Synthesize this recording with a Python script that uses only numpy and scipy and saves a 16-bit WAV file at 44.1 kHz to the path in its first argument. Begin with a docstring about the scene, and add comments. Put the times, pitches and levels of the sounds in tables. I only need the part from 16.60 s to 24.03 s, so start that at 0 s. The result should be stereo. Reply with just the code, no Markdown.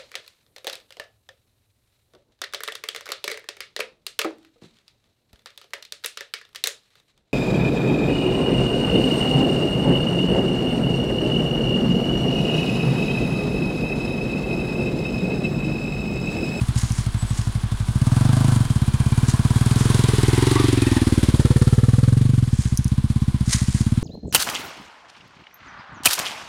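"""Among trees, dry leaves underfoot: a single-cylinder four-stroke dirt bike idles about three metres away,
gets a blip of throttle, creeps past within a metre of the microphone and rides off to some six metres.
Each firing thumps through silencer resonances and rings the metal shell; valves and clatter are pulsed noise.
Grainy noise makes the leaves under the tyres and the branches that crack and sweep through the litter.
Twigs snap as short noise bursts; the brake and gears sing as wavering tones."""
import sys
import numpy as np
from scipy import signal
from scipy.fft import rfft, irfft, next_fast_len
from scipy.io import wavfile
from scipy.ndimage import map_coordinates

SR = 44100
rng = np.random.default_rng(int(sys.argv[2]) if len(sys.argv) > 2 else 0)


def inscribe(sig):
    """Save sig as 16-bit PCM at rate SR to the path in sys.argv[1].

    A 1-D sig is mono; a 2-D sig holds one channel per row.
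    Samples are clipped to [-1, 1] before scaling.
    """
    pcm = np.round(np.clip(np.atleast_2d(sig).T, -1, 1) * 32767)
    wavfile.write(sys.argv[1], SR, pcm.astype(np.int16))


N = 327663
CRUISE_RATE, NEAR_M = 18, 2  # reference engine speed (firings per second) and distance (m)


def amp(db):
    """Decibels to gain."""
    return 10 ** (np.asarray(db) / 20)


def unit(x):
    """Scale to rms 1."""
    return x / np.sqrt(np.mean(x ** 2) + 1e-20)


def along(points, hz):
    """(pitch_hz, value) points read on a log frequency axis."""
    f, v = np.transpose(points)
    return np.interp(np.log(hz + 1), np.log(f + 1), v)


def clock():
    """The time of every sample in seconds."""
    return np.arange(N) / SR


def curves(rows):
    """One value per sample for each column after the time."""
    s, *cols = np.transpose(rows)
    return [np.interp(clock(), s, c) for c in cols]


def wobble(rate):
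    """A smooth random curve, rate knots a second."""
    knots = rng.standard_normal(int(N * rate / SR) + 4)
    return map_coordinates(knots, [np.arange(N) * rate / SR])


def filtered(x, response):
    """x times a response of frequency."""
    m = next_fast_len(N + SR // 2)
    return irfft(rfft(x, m) * response(np.fft.rfftfreq(m, 1 / SR)), m)[..., :N]


def resonance(hz, centre, width):
    """A steep-sided resonance peak of height 1."""
    return (hz * width) ** 2 / ((hz * width) ** 2 + (hz * hz - centre ** 2) ** 2)


def causal(gain):
    """The shortest causal ring with this gain, along the last axis (minimum phase by cepstrum)."""
    cepstrum = irfft(np.log(np.maximum(gain, 1e-6)))
    half = cepstrum.shape[-1] // 2
    fold = np.r_[1, np.full(half - 1, 2), 1, np.zeros(half - 1)]
    return irfft(np.exp(rfft(cepstrum * fold)))


def add(track, s, sound):
    """Mix a sound into a track at time s."""
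    part = track[..., max(0, round(s * SR)):][..., :sound.shape[-1]]
    part += sound[..., :part.shape[-1]]


# left-right likeness of the noises at the microphone: (pitch_hz, likeness 0-1)
LIKENESS = [(200, 0.97), (600, 0.26), (1200, 0.66), (2200, 0.025), (5000, 0.035), (15000, .03)]
# resonant peaks shared by all the noises: (pitch_hz, width_hz, level_db)
NOISE_PEAKS = [(1010, 74, 0), (1182, 20, 0), (1540, 83, 1.5), (3540, 150, -1.5), (6620, 63, 4.5),
               (8600, 70, -1.5)]


def rush(spectrum, grain_db):
    """Stereo noise, its middle at rms 1, clumped into tiny grains and coloured by shared resonant peaks."""
    pair = rng.standard_normal((2, N)) * amp(grain_db * wobble(1500))

    def colour(hz):
        turn = np.arccos(np.clip(along(LIKENESS, hz), 0, 1)) / 2
        peaks_db = sum(db * resonance(hz, centre, width) for centre, width, db in NOISE_PEAKS)
        return amp(along(spectrum, hz) + peaks_db) * [np.cos(turn), np.sin(turn)]

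    mid, side = filtered(pair, colour)
    return np.array([mid + side, mid - side]) / np.std(mid)


# engine speed: (time_s, firings_per_s)
ENGINE_SPEED = [(0.0, 13.621), (0.255, 13.892), (0.326, 12.584), (1.262, 11.874), (1.432, 18.499),
                (1.699, 25.739), (1.887, 26.558), (2.153, 16.904), (2.421, 16.127), (2.644, 19.172),
                (2.797, 17.418), (3.303, 22.072), (3.649, 19.966), (3.987, 23.859), (4.479, 18.64),
                (5.08, 17.91), (5.524, 21.902), (5.668, 25.166), (6.045, 14.458), (6.556, 17.153),
                (6.948, 13.904), (7.43, 19.396)]


def firings():
    """Sample index of each firing: one per two turns of the crank."""
    cycles = np.cumsum(curves(ENGINE_SPEED)[0]) / SR + .82
    return np.flatnonzero(np.diff(np.floor(cycles)))


def bursts(fired, delay, rise, fall, scatter_db):
    """A power envelope of mean 1 with one burst per engine cycle; times in seconds from the firing."""
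    t, power = np.arange(SR // 8) / SR, np.zeros(N)
    shape = (1 - np.exp(-t / rise)) ** 2 * np.exp(-t / fall)
    for i in fired:
        add(power, i / SR + delay, shape * amp(scatter_db * rng.standard_normal()) ** 2)
    return power / power.mean()


# the bike's path: (time_s, distance_m, share of the engine noise that comes from the tailpipe 0-1)
BIKE_PATH = [(0, 2.94, 0), (1.7, 3.33, 0.08), (2.85, 2.22, 0.03), (3.3, 1.24, 0.06), (3.95, 0.98, 0),
             (4.35, 1.55, 0.17), (4.8, 1.95, 0.94), (5.6, 4.7, 0.9), (6.1, 5.6, 0.4), (7.43, 5.6, 0.16)]


def facing():
    """Share of the engine noise that comes from the tailpipe."""
    return np.clip(curves(BIKE_PATH)[1], 0, 1)


# one blip, a gentle creep, then a pull away: (time_s, throttle opening 0-1)
THROTTLE_OPENING = [(0, 0.2), (1.28, 0.3), (1.6, 1), (1.92, 1), (2.08, 0.37), (3, 0.49), (4.1, 0.07),
                    (5, 0.92), (5.45, 0.63), (5.9, 0), (7.43, 0.28)]
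# the bike swings round and its silencer comes into the open: (start_s, end_s)
TURN_SPAN = (3.02, 4.56)
# how each layer follows the ride: (level_db at the reference speed and distance, db per octave of revs,
# db per octave squared away from that speed, db per halving of distance, db from behind, db once turned,
# db at full throttle); the layers below add their own gains
RIDE_LEVELS = {"thud": (-24.5, -11.5, -38, 2.4, 4, 1.3, -2), "boom": (-19.5, 6, -8, 0.2, 5.5, -2.5, 1.2),
               "bark": (-27.6, 5, -9.5, 1.22, -4.4, 5.5, 3.5), "rasp": (-41.5, 6.5, -16, 10, -6, 17, 5.5),
               "clatter": (-33, 2.4, 0.3, 4.5, -0.9, -1, 6.5), "hiss": (-39.5, 2, 5, 6, -7, 4, 3.5),
               "shell": (-53, 0.5, 1.5, 1.2, 2.5, -5, 15.5), "leaves": (-39, 3.8, -2, 5, -1.9, 0, 4.24)}


def levels():
    """Each layer's level in dB, from revs, distance, heading and throttle."""
    revs = np.log2(curves(ENGINE_SPEED)[0] / CRUISE_RATE)
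    near = np.log2(NEAR_M / curves(BIKE_PATH)[0])
    turned = np.interp(clock(), TURN_SPAN, [0, 1])
    throttle = curves(THROTTLE_OPENING)[0]
    ride = np.array([np.ones(N), revs, revs ** 2, near, facing(), turned, throttle])
    return {layer: np.dot(law, ride) for layer, law in RIDE_LEVELS.items()}


# silencer thud, boom, bark and rasp: (width_hz, level_db, share of the intake gulp)
SILENCER = [(59, -0.5, 0.059), (60.7, 1, 0.35), (137, 0, 0.77), (143, -2.5, 1)]
# the top silencer resonance shifts as the bike turns: (time_s, pitch_hz)
RASP_PITCH = [(0, 295), (1.2, 296), (1.7, 363), (3.3, 402), (3.9, 364), (4.4, 309), (4.9, 338), (5.4, 469),
              (6, 318), (7.43, 307)]
# firings that burn poorly as the throttle snaps shut: (time_s, level_db)
POOR_BURNS = [(2.05, -8), (5.875, -5.5)]
THUD_HZ, BOOM_HZ, BARK_HZ = 74.4, 123.9, 218.6  # low silencer resonances at the reference speed
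HEAT_LIFT, BARK_LIFT = 0.11, 0.26  # powers by which thud and boom, and bark, rise with revs
BARK_NEAR_HZ = 52  # the bark sounds this much higher right beside the bike
INTAKE, INTAKE_FADE = 0.29, 2.4  # intake gulp at the reference speed; power by which it fades with revs
PASS_S, PASS_HALF_S = 4.037, 0.58  # the closest moment and half the length of the pass
# in the pass two sound paths cancel in a notch that slides down through the exhaust note
NOTCH_HZ, NOTCH_OCT_PER_S, NOTCH_WIDTH_OCT, NOTCH_DB = 181, 1, 0.33, -9


def exhaust(fired, level):
    """Each firing rings the silencer; a quarter cycle later the intake gulps."""
    hz, s = np.fft.rfftfreq(SR // 5, 1 / SR), fired[:, None] / SR
    rate = curves(ENGINE_SPEED)[0][fired, None]
    revs = rate / CRUISE_RATE
    passing = np.exp(-((s - PASS_S) / PASS_HALF_S) ** 2)
    intake = np.minimum(INTAKE * (CRUISE_RATE / rate) ** INTAKE_FADE + .25 * passing, 1)
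    late = np.exp(-2j * np.pi * hz / rate * .247)
    # hotter gas at higher revs lifts the low resonances
    heat = revs ** HEAT_LIFT
    bark_hz = BARK_HZ * revs ** BARK_LIFT + BARK_NEAR_HZ * passing
    centres = THUD_HZ * heat, BOOM_HZ * heat, bark_hz, curves(RASP_PITCH)[0][fired, None]
    burn_db = sum(db * (np.abs(s - when) < .025) for when, db in POOR_BURNS)
    off_notch = np.log2((hz + 1) / NOTCH_HZ) + NOTCH_OCT_PER_S * (s - PASS_S)
    notch = amp(NOTCH_DB * passing ** 0.59 * np.exp(-(off_notch / NOTCH_WIDTH_OCT) ** 2))
    blow = gulp = 0
    for (width, db, share), layer, centre in zip(SILENCER, ("thud", "boom", "bark", "rasp"), centres):
        centre = centre * (1 + 0.015 * rng.standard_normal(rate.shape))
        # trim each peak well above its centre and below 24 Hz
        peak = resonance(hz, centre, width) / (1 + (hz / (1.28 * centre)) ** 9) / (1 + (24 / (hz + 1)) ** 3)
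        with_gulp = np.abs(peak * (1 + share * intake * late)) ** 2
        peak /= np.sqrt(np.mean(with_gulp, axis=1, keepdims=True))
        scatter_db = 0.42 * rng.standard_normal(rate.shape)
        size = amp(level[layer][fired, None] + db + burn_db + scatter_db)
        power = (size * peak * notch) ** 2 * SR / rate
        blow = blow + power
        gulp = gulp + power * (share * intake) ** 2
    # a faint broad skirt under the peaks
    skirt = 0.011 / (1 + (hz / 900) ** 2)
    gulps = irfft(rfft(causal(np.sqrt(gulp) + .5 * skirt)) * late)
    thumps = causal(np.sqrt(blow) + skirt) + gulps
    out = np.zeros(N)
    for i, thump in zip(fired, thumps):
        add(out, i / SR - .0005, thump)
    return out


def airbox(fired, hz=50, db=-21, fall=0.029):
    """Near idle each slow intake stroke leaves a low, sagging throb in the airbox."""
    out, t = np.zeros(N), np.arange(SR // 8) / SR
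    for i, rate in zip(fired, curves(ENGINE_SPEED)[0][fired]):
        turns = hz * (1 + 0.015 * rng.standard_normal()) * t * (1 - 1.3 * t)
        size = amp(db + rng.standard_normal()) * (12 / rate) ** 3  # weaker as revs rise
        add(out, i / SR + 0.289 / rate, size * np.exp(-t / fall) * np.sin(2 * np.pi * turns))
    return out


SURGE_DB, SURGE_DB_PER_OCT = -37, 12  # throb gain at the reference speed, and its growth with revs


def surge():
    """At high revs the pumped air throbs at the firing rate and its octave."""
    rate = curves(ENGINE_SPEED)[0]
    angle = 2 * np.pi * np.cumsum(rate) / SR
    size = amp(SURGE_DB + SURGE_DB_PER_OCT * np.log2(rate / CRUISE_RATE))
    return size * (0.61 * np.sin(angle) + 0.92 * np.sin(2 * angle))


SAG_S, SAG_HZ = 0.0024, 55  # the deepest waves leave the silencer this much later, below this frequency


def sag(hz):
    """A phase response in which low waves lag, so that each thump droops in pitch."""
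    return np.exp(-2j * np.pi * SAG_S * SAG_HZ * (np.arctan(hz / SAG_HZ) - np.pi / 2))


# the silencer shell: (pitch_hz, front_db, behind_db, t60_s)
SHELL_MODES = [(489.5, -4.5, 14, 0.11), (650, 4.5, 0, 0.081), (748, -1, -5, 0.15), (868, -1, -1, 0.1),
               (990, 1, 0, 0.087), (1172, 0.5, 4.5, 0.09), (1340, 0, 10, 0.052), (1534, -8, -10, 0.095),
               (1770, -9, 14, 0.025)]


def shell(fired, level):
    """Every firing rings the metal shell, at slightly new strengths, most strongly under load."""
    out, t = np.zeros(N), np.arange(SR // 12) / SR
    hz, front_db, rear_db, t60 = np.transpose(SHELL_MODES)[..., None]
    for i, rear in zip(fired, facing()[fired] ** 2):
        mode_db = (1 - rear) * front_db + rear * rear_db + 2.5 * rng.standard_normal(hz.shape)
        size = amp(mode_db - 60 * t / t60)
        detune = 1 + 0.0089 * rng.standard_normal(hz.shape)
        # the modes start out of step, so the ring is a smeared rasp
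        wave = np.sin(2 * np.pi * hz * detune * (t - hz * 2e-6))
        ring = size * wave * (1 - np.exp(-t / 0.00047))
        add(out, i / SR + 0.00508 * rear - .001, ring.sum(axis=0))
    return amp(level["shell"]) * unit(out)


# a nearby trunk echoes the tailpipe: (time_s, delay_s)
TRUNK_DELAY = [(4.2, .00155), (4.55, .00195), (5.4, .00253), (7.43, .0028)]


def trunk_echo(x):
    """An echo whose delay grows as the bike leaves, sweeping the colour downward."""
    t = clock()
    then = t - curves(TRUNK_DELAY)[0]
    return unit(x + 0.46 * np.array([np.interp(then, t, side) for side in x]))


# noise colour of the engine's clatter: (pitch_hz, density_db per Hz)
CLATTER_COLOUR = [(300, 5.5), (560, -9.5), (700, -1.5), (1000, 2.5), (1300, -2), (1650, -1.5),
                  (1900, -11.5), (2300, -24), (2800, -14), (4000, -32)]
# noise colour of the tailpipe gas: (pitch_hz, density_db per Hz)
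TAILPIPE_COLOUR = [(300, 0), (500, 14.5), (700, 4), (1250, 5.5), (1800, 0.5), (2600, -26), (4000, -41)]
# noise colour of the hiss: (pitch_hz, density_db per Hz)
HISS_COLOUR = [(1240, -10), (2100, -0.5), (2670, -2.5), (3500, 1.5), (4730, -6.5), (6000, -11), (7800, -73),
               (13200, -120)]


def machine(fired, level):
    """Clatter and valve ticks from the front, a puff of gas after each firing from the rear."""
    rear = facing()
    front = 1 - rear
    knock = bursts(fired, delay=-.003, rise=.002, fall=.012, scatter_db=1.5)
    valves = bursts(fired, delay=-.004, rise=.0025, fall=.0037, scatter_db=1.4)
    puff = bursts(fired, delay=.0025, rise=.0028, fall=.0058, scatter_db=.8)
    clatter = np.sqrt(front * (0.53 + 0.18 * knock)) * rush(CLATTER_COLOUR, grain_db=-2.0)
    gas = np.sqrt(rear * (0.11 + 0.34 * puff)) * trunk_echo(rush(TAILPIPE_COLOUR, grain_db=0.0))
    hiss = np.sqrt(0.4 + 0.12 * valves + 0.37 * rear * puff) * rush(HISS_COLOUR, grain_db=2.0)
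    engine = amp(level["clatter"] - 3.0) * (clatter + gas) + amp(level["hiss"]) * hiss
    ticking = 0.19 * front * valves + 0.24 * rear * puff  # power of the finest ticks
    return engine, ticking


# brake squeaks, gear whines and passing engine resonances: (centre_s, pitch_hz, level_db, half_length_s,
# waver_hz, share that pulses with the firings 0-1)
SINGING = [(0.61, 7970, -36.5, 0.029, 30, 0), (0.7, 8000, -41, 0.031, 30, 0),
           (2.15, 3170, -49, 0.5, 55, 0.2), (2.507, 2380, -47, 0.2, 59.7, 0.5),
           (2.952, 3300, -46, 0.15, 60, 0.2), (3.1, 988, -38.5, 0.75, 55, 1),
           (3.85, 902, -32, 0.16, 68.8, 0.5), (3.988, 1149, -29.5, 0.084, 55.1, 0.4),
           (3.8, 1950, -37, 0.36, 130.5, 0.7), (4.24, 2510, -35.5, 0.097, 129.8, 1),
           (4.325, 1817, -35.5, 0.14, 80, 0.74), (4.354, 856, -36.5, .1, 49.8, .3),
           (6.602, 1037, -49, 0.33, 42, 0.9)]


def squeaks(fired):
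    """The brake disc, gears and engine covers sing briefly on unsteady notes, shaken by the firings."""
    t, out = clock(), 0
    shake = bursts(fired, delay=.001, rise=0.0022, fall=0.0063, scatter_db=2.5)
    for s, hz, db, half, waver_hz, share in SINGING:
        turns = hz * t + np.cumsum(waver_hz * wobble(250)) / SR
        pulsing = np.sqrt(1 + share * (shake - 1))
        swell = np.exp(-((t - s) / half) ** 2)
        out = out + amp(db) * swell * pulsing * np.sin(2 * np.pi * turns)
    return out


# noise colour of dry leaves: (pitch_hz, density_db per Hz)
LEAF_COLOUR = [(2710, -9), (4600, -2), (5850, -3), (9450, 1), (10400, -2.5), (12300, -16), (15200, -23),
               (16000, -29)]


def litter(ticking, level):
    """Dry leaves crackle under the tyres, mingling with the engine's finest ticks."""
    crackle = 0.63 * rush(LEAF_COLOUR, grain_db=2.0) * amp(1.45 * wobble(40))
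    ticks = np.sqrt(ticking) * rush(LEAF_COLOUR, grain_db=3.5)
    return amp(level["leaves"] + 0.5) * (crackle + ticks)


# noise colour of a branch sweeping the ground: (pitch_hz, density_db per Hz)
SWEEP_COLOUR = [(530, -42), (900, -0.5), (1260, 3.5), (1510, -4), (1640, 7.5), (1970, 8), (2390, 5),
                (2630, 3), (6720, 11), (9530, 6), (16000, -83)]
# branches cracking and sweeping through leaves: (peak_s, level_db, rise_s, fall_s)
BRANCH_SWELLS = [(.18, -33, 0.015, 0.091), (.38, -36, 0.025, 0.042), (.79, -39, 0.062, 0.077),
                 (2.695, -32.5, 0.021, 0.027), (3.19, -35.5, 0.011, 0.13), (6.02, -40, 0.09, 0.14),
                 (6.934, -21, 0.026, 0.021), (7.0, -36, 0.017, 0.1), (7.18, -37, 0.061, 0.062)]
BRANCH_LEAVES_DB = -5.5  # the leaves that a branch stirs, against the branch itself


def branches():
    """Wood fibres tear in a quick, uneven swell of crackles that dies away in the leaves."""
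    t = clock()
    swell = sum(amp(db) * np.exp(-np.maximum((s - t) / rise, (t - s) / fall))
                for s, db, rise, fall in BRANCH_SWELLS)
    wood = rush(SWEEP_COLOUR, grain_db=4.0)
    leaves = amp(BRANCH_LEAVES_DB) * rush(LEAF_COLOUR, grain_db=4.5)
    return swell * amp(1.7 * wobble(160)) * (wood + leaves)


# colour of snapping wood: (pitch_hz, gain_db)
TWIG_COLOUR = [(1500, -35), (4000, -12), (6100, 12.5), (7800, -6), (9700, 9), (12000, -7), (16000, -18)]
# twigs snapping: (start_s, peak_db before a lift of 6 dB)
TWIG_SNAPS = [(0.3208, -19.5), (2.6944, -28), (6.1742, -12.5), (6.245, -20.5), (6.2804, -28)]


def twigs():
    """Each twig breaks with a sharp tick and a short splintering tail."""
    out, t = np.zeros((2, N)), np.arange(SR // 20) / SR
    wood = causal(amp(along(TWIG_COLOUR, np.fft.rfftfreq(SR // 100 + 1, 1 / SR))))
    for s, db in TWIG_SNAPS:
        fade = np.exp(-t / 0.00062) + 0.14 * np.exp(-t / 0.0083)
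        burst = rng.standard_normal((2, len(t))) * fade
        snap = signal.fftconvolve(burst, wood[None], axes=1)
        add(out, s, amp(db + 6.0) * snap / np.abs(snap).max())
    return out


# how long the woods ring: (pitch_hz, t60_s)
FOREST_DECAY = [(100, 1), (1000, 0.75), (10000, 0.067)]


def forest(x):
    """Trunks scatter a short echo: noise that dies sooner the higher its pitch."""
    hz, t, z = signal.stft(rng.standard_normal((2, SR // 2)), SR, nperseg=256)
    decay = amp(-60 * t / along(FOREST_DECAY, hz)[:, None])
    tail = signal.istft(z * decay, SR, nperseg=256)[1]
    return signal.fftconvolve(x, tail / np.linalg.norm(tail[0]), axes=1)[:, :N]


# the thumps reach the left microphone port first: (pitch_hz, lead_rad)
PORT_LEAD = [(40, .03), (130, 0.043), (320, 0.53), (700, 0.18)]
# the ports colour short waves differently: (pitch_hz, left_minus_right_db)
PORT_LEAN = [(300, -4), (650, 4), (1200, -3.5), (2400, -3.5), (4400, -6), (8000, 3), (13000, 10.5)]


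def scene():
    """The bike and the litter it disturbs, among the trees, heard at two microphone ports."""
    fired, level = firings(), levels()
    engine, ticking = machine(fired, level)
    thumps = exhaust(fired, level) + airbox(fired) + surge()
    bright = engine + shell(fired, level) + squeaks(fired)
    bright = bright + litter(ticking, level) + branches() + twigs()
    # half of each difference goes to either port
    thumps = filtered(thumps, lambda hz: sag(hz) * np.exp(1j * np.outer([.5, -.5], along(PORT_LEAD, hz))))
    bright = filtered(bright, lambda hz: amp(np.outer([.5, -.5], along(PORT_LEAN, hz))))
    return thumps + bright + forest(amp(-33.5) * thumps + amp(-15.5) * bright)


TOP_HZ = 15950  # band limit


def record(dry):
    """Nothing passes above the band limit."""
    return filtered(dry, lambda hz: hz < TOP_HZ)


dry = scene()
out = record(dry)
inscribe(out)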